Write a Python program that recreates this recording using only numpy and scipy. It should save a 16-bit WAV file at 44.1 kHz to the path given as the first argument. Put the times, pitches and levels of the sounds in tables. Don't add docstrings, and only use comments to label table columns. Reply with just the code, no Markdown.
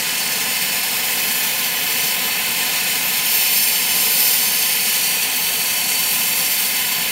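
import sys
import numpy as np
from scipy import signal
from scipy.fft import rfft, irfft, next_fast_len
from scipy.io import wavfile

SR = 44100
rng = np.random.default_rng(int(sys.argv[2]) if len(sys.argv) > 2 else 0)


def generate_wav(signal):
    frames = np.transpose(np.atleast_2d(signal))
    scaled = np.clip(frames, -1, 1) * 32767
    pcm = np.round(scaled).astype(np.int16)
    wavfile.write(sys.argv[1], SR, pcm)


N = 313551
FRAME, HOP = 2048, 512
SAMPLE_TIMES = np.arange(N) / SR
FRAME_TIMES = np.arange(N // HOP + 9) * HOP / SR
HZ = np.fft.rfftfreq(FRAME, 1 / SR)
TOP_HZ = 15780


def amp(db):
    return 10 ** (np.asarray(db) / 20)


def unit_rms(x):
    return x / np.sqrt(np.mean(x ** 2) + 1e-20)


def follow(rows, times):
    seconds, *columns = np.transpose(rows)
    return [np.interp(times, seconds, column) for column in columns]


def wander(rate_hz, size):
    padded = next_fast_len(size)
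    hz = np.fft.rfftfreq(padded, N / SR / size)
    spectrum = rfft(rng.standard_normal(padded)) * (hz > 0) / (1 + (hz / rate_hz) ** 2)
    return unit_rms(irfft(spectrum, padded)[:size])


def resonances(modes):
    return sum(amp(db) ** 2 / (1 + (2 * (HZ - hz) / width) ** 2) ** 2 for hz, width, db in modes)


def above(edge_hz, order):
    rise = (HZ / edge_hz + 1e-4) ** order
    return rise / (1 + rise)


def turbulence(power):
    real, imaginary = rng.standard_normal((2, len(FRAME_TIMES), len(HZ)))
    spectra = (real + 1j * imaginary) * np.sqrt(power / power.sum(-1, keepdims=True))
    _, noise = signal.istft(spectra.T, nperseg=FRAME, noverlap=FRAME - HOP)
    return unit_rms(noise[:N])


def comb(delay_s):
    return np.cos(np.outer(2 * np.pi * delay_s, HZ).astype(np.float32))


def wall_scatter(strength, shortest_s, longest_s, sway_s, sway_hz, count):
    delays = np.linspace(shortest_s, longest_s, count) * rng.uniform(.9, 1.1, count)
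    ripple = sum(comb(delay + sway_s * wander(sway_hz, size=len(FRAME_TIMES))) for delay in delays)
    return np.exp(2 * strength * ripple)


# pitch in Hz, width in Hz, level in dB.
ROAR_MODES = [(79, 24, -11.5), (126, 33, -12), (183.7, 57, -2.7), (239.6, 51, -3), (307, 120, -13.5),
              (381.5, 32, -9.5), (449.7, 15.8, 0.0), (526.4, 45, -3), (621, 47, -8.5), (735, 116, -3.5),
              (798, 62, -6), (883, 99, -3), (1010.5, 26, -0.5), (1029, 128, -4), (1170, 44, -12.4),
              (1262, 35, -3), (1440, 166, -8.5), (1492, 86, -5), (1610, 42, -15)]
# time in seconds, roar level in dB.
ROAR_LEVELS = [(0.0, -32.5), (2.89, -32), (3.66, -35.5), (3.95, -32), (4.67, -34.0), (6.32, -33),
               (6.54, -34.5), (7.1, -32.5)]


def roar(flutter_db=0.42):
    burn_db, = follow(ROAR_LEVELS, SAMPLE_TIMES)
    colour = resonances(ROAR_MODES) * above(60, order=10) * (1 - above(1600, order=40))
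    return amp(burn_db + flutter_db * wander(27, size=N)) * turbulence(colour)


# time in seconds, share on the joint from 0 to 1,
# share of the remainder on the rod from 0 to 1.
FLAME_AIM = [(0.9, .02, .02), (1.38, 0, 0.2), (2.15, 0.13, 0.3), (2.97, 0, 0.6), (3.3, 0.6, .3),
             (3.6, 0.9, .3), (4.35, 0.77, .43), (4.76, 0.8, 0.7), (5.05, 0.14, 0.63), (5.95, 0, 0.92),
             (6.5, 0.34, 0.9), (7.1, 0.4, 0.5)]


def aim():
    joint, rod = np.clip(follow(FLAME_AIM, FRAME_TIMES), 0, 1)[:, :, None]
    return joint, (1 - joint) * rod, (1 - joint) * (1 - rod)


# pitch in Hz, width in Hz, level in dB.
RUSH_MODES = [(1710, 180, -7.5), (1782, 97, -7.5), (1972, 115, -7.5), (2067, 143, -5.5), (2130, 46, -3.5),
              (2233, 230, -5), (2482, 150, -1), (2583, 36, -4), (2670, 280, -2.5), (3013, 176, 0),
              (3250, 106, -4), (3395, 150, -8.5), (3515, 41, -5), (3616, 160, -7), (4044, 420, -5.5)]
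# time in seconds, level in dB.
RUSH_LEVELS = [(0.05, -25), (2.89, -23.5), (5.18, -24), (5.31, -25), (7.05, -24.5)]


def rush(eddies, eddy_db=0.52, free_db=3.4, blocked_db=-1.4, body_hz=2000):
    rush_db, = follow(RUSH_LEVELS, SAMPLE_TIMES)
    _, _, free = aim()
    body_db = (free * free_db + (1 - free) * blocked_db) * (1 - above(body_hz, order=16))
    band = above(1400, order=24) * (1 - above(4140, order=60))
    colour = resonances(RUSH_MODES) * band * amp(body_db) ** 2
    walls = wall_scatter(0.12, shortest_s=.004, longest_s=.022, sway_s=.00007, sway_hz=0.59, count=7)
    return amp(rush_db + eddy_db * eddies) * turbulence(colour * walls)


# time in seconds, extra path of the echo in cm.
WALL_PATH = [(0.67, 39.0), (1.84, 41), (2.06, 38), (2.88, 30), (3.16, 37.2), (5.3, 34.6), (5.5, 30),
             (6.3, 35)]


def near_echoes(wall_echo=0.036, tray_echo=0.081, rod_echo=0.34, feed_s=4.95, feed_fade_s=1.7):
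    sound_cm_per_s = 34300
    wall_cm, = follow(WALL_PATH, FRAME_TIMES)
    wall_delay = wall_cm / sound_cm_per_s
    tray_delay = 0.657 * wall_delay
    since_feed = FRAME_TIMES - feed_s
    rod_cm = 16.4 + 1.11 * since_feed
    _, on_rod, _ = aim()
    rod_gain = rod_echo * on_rod * np.exp(-abs(since_feed) / feed_fade_s)[:, None]
    ripple = wall_echo * comb(wall_delay) + tray_echo * comb(tray_delay)
    ripple += rod_gain * comb(rod_cm / sound_cm_per_s)
    return np.exp(2 * ripple)


# centre of a peak in Hz, width in Hz, level in dB.
FREE_JET = [(4434, 460, 1.5), (5240, 790, -3.5), (5600, 414, -10.5), (5930, 260, -3), (6280, 130, -4.5),
            (6990, 670, -3), (7550, 266, -6.5), (8450, 1200, -4.5), (9420, 910, -6.5), (10220, 840, -7),
            (11440, 1200, -11.5), (13100, 930, -10.5), (13500, 914, -7), (15459, 2372, -12.5)]
JET_ON_JOINT = [(4420, 590, -4.5), (5110, 920, -5.3), (5380, 170, -3), (5660, 329, -12.5),
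                (6356, 250, -1.5), (7360, 450, -5), (8160, 285, -8), (8380, 541, -10), (9530, 546, 0),
                (10740, 605, -6.5), (11600, 2000, -8.5), (12660, 1100, 0.5), (13941, 853, -2),
                (14500, 1100, 0), (15402, 539, -6.9)]
JET_ON_ROD = [(4484, 430, 1), (5300, 200, -6), (5620, 310, -4), (6270, 78, -9), (6530, 900, -6.5),
              (7260, 470, -3), (8570, 950, -2.5), (9400, 450, -7.5), (10430, 530, -3.5), (11580, 1500, 1),
              (12662, 1171, 0.5), (13700, 511, 2), (14067, 761, -0.5), (15349, 1944, 0)]
# time in seconds, hiss level in dB, fine fizz level in dB.
HISS_LEVELS = [(0.0, -24.1, -28.0), (1.34, -24.5, -23.5), (1.67, -24.5, -24.5), (1.73, -26.7, -25.5),
               (2.09, -22.2, -23), (2.17, -25.5, -25.5), (3.01, -23, -25.4), (3.06, -25, -21.5),
               (3.23, -23, -25), (3.34, -21, -18.5), (3.49, -21.5, -21.9), (3.56, -18.8, -18),
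               (3.84, -22.0, -23.5), (4.23, -19.2, -17.5), (4.45, -21, -21.5), (5.04, -21.5, -23),
               (5.29, -24.0, -26.5), (5.39, -23.6, -23.2), (5.94, -21.5, -26), (5.99, -22.3, -23),
               (6.65, -22, -22.5), (7.1, -26, -26.2)]


def hiss(eddies, hiss_eddy_db=0.65, fizz_eddy_db=0.7, fizz_from_hz=11000):
    jets = (JET_ON_JOINT, JET_ON_ROD, FREE_JET)
    colour = sum(share * unit_rms(resonances(peaks)) for share, peaks in zip(aim(), jets))
    band = above(4280, order=60) * (HZ < TOP_HZ)
    walls = wall_scatter(.072, shortest_s=.0007, longest_s=.007, sway_s=.00005, sway_hz=.5, count=22)
    colour = colour * band * near_echoes() * walls
    fizz_band = above(fizz_from_hz, order=30)
    hiss_db, fizz_db = follow(HISS_LEVELS, SAMPLE_TIMES)
    coarse = amp(hiss_db + hiss_eddy_db * eddies) * turbulence(colour * (1 - fizz_band))
    fizz = amp(fizz_db + fizz_eddy_db * eddies) * turbulence(colour * fizz_band)
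    return coarse + fizz


def scene():
    eddies = wander(37, size=N)
    flame = roar() + rush(eddies) + hiss(eddies)
    return np.array([flame, flame])


def record(dry):
    low_pass = signal.firwin(801, TOP_HZ, window=("kaiser", 9), fs=SR)
    return signal.oaconvolve(dry, low_pass[None], "same")


dry = scene()
out = record(dry)
generate_wav(out)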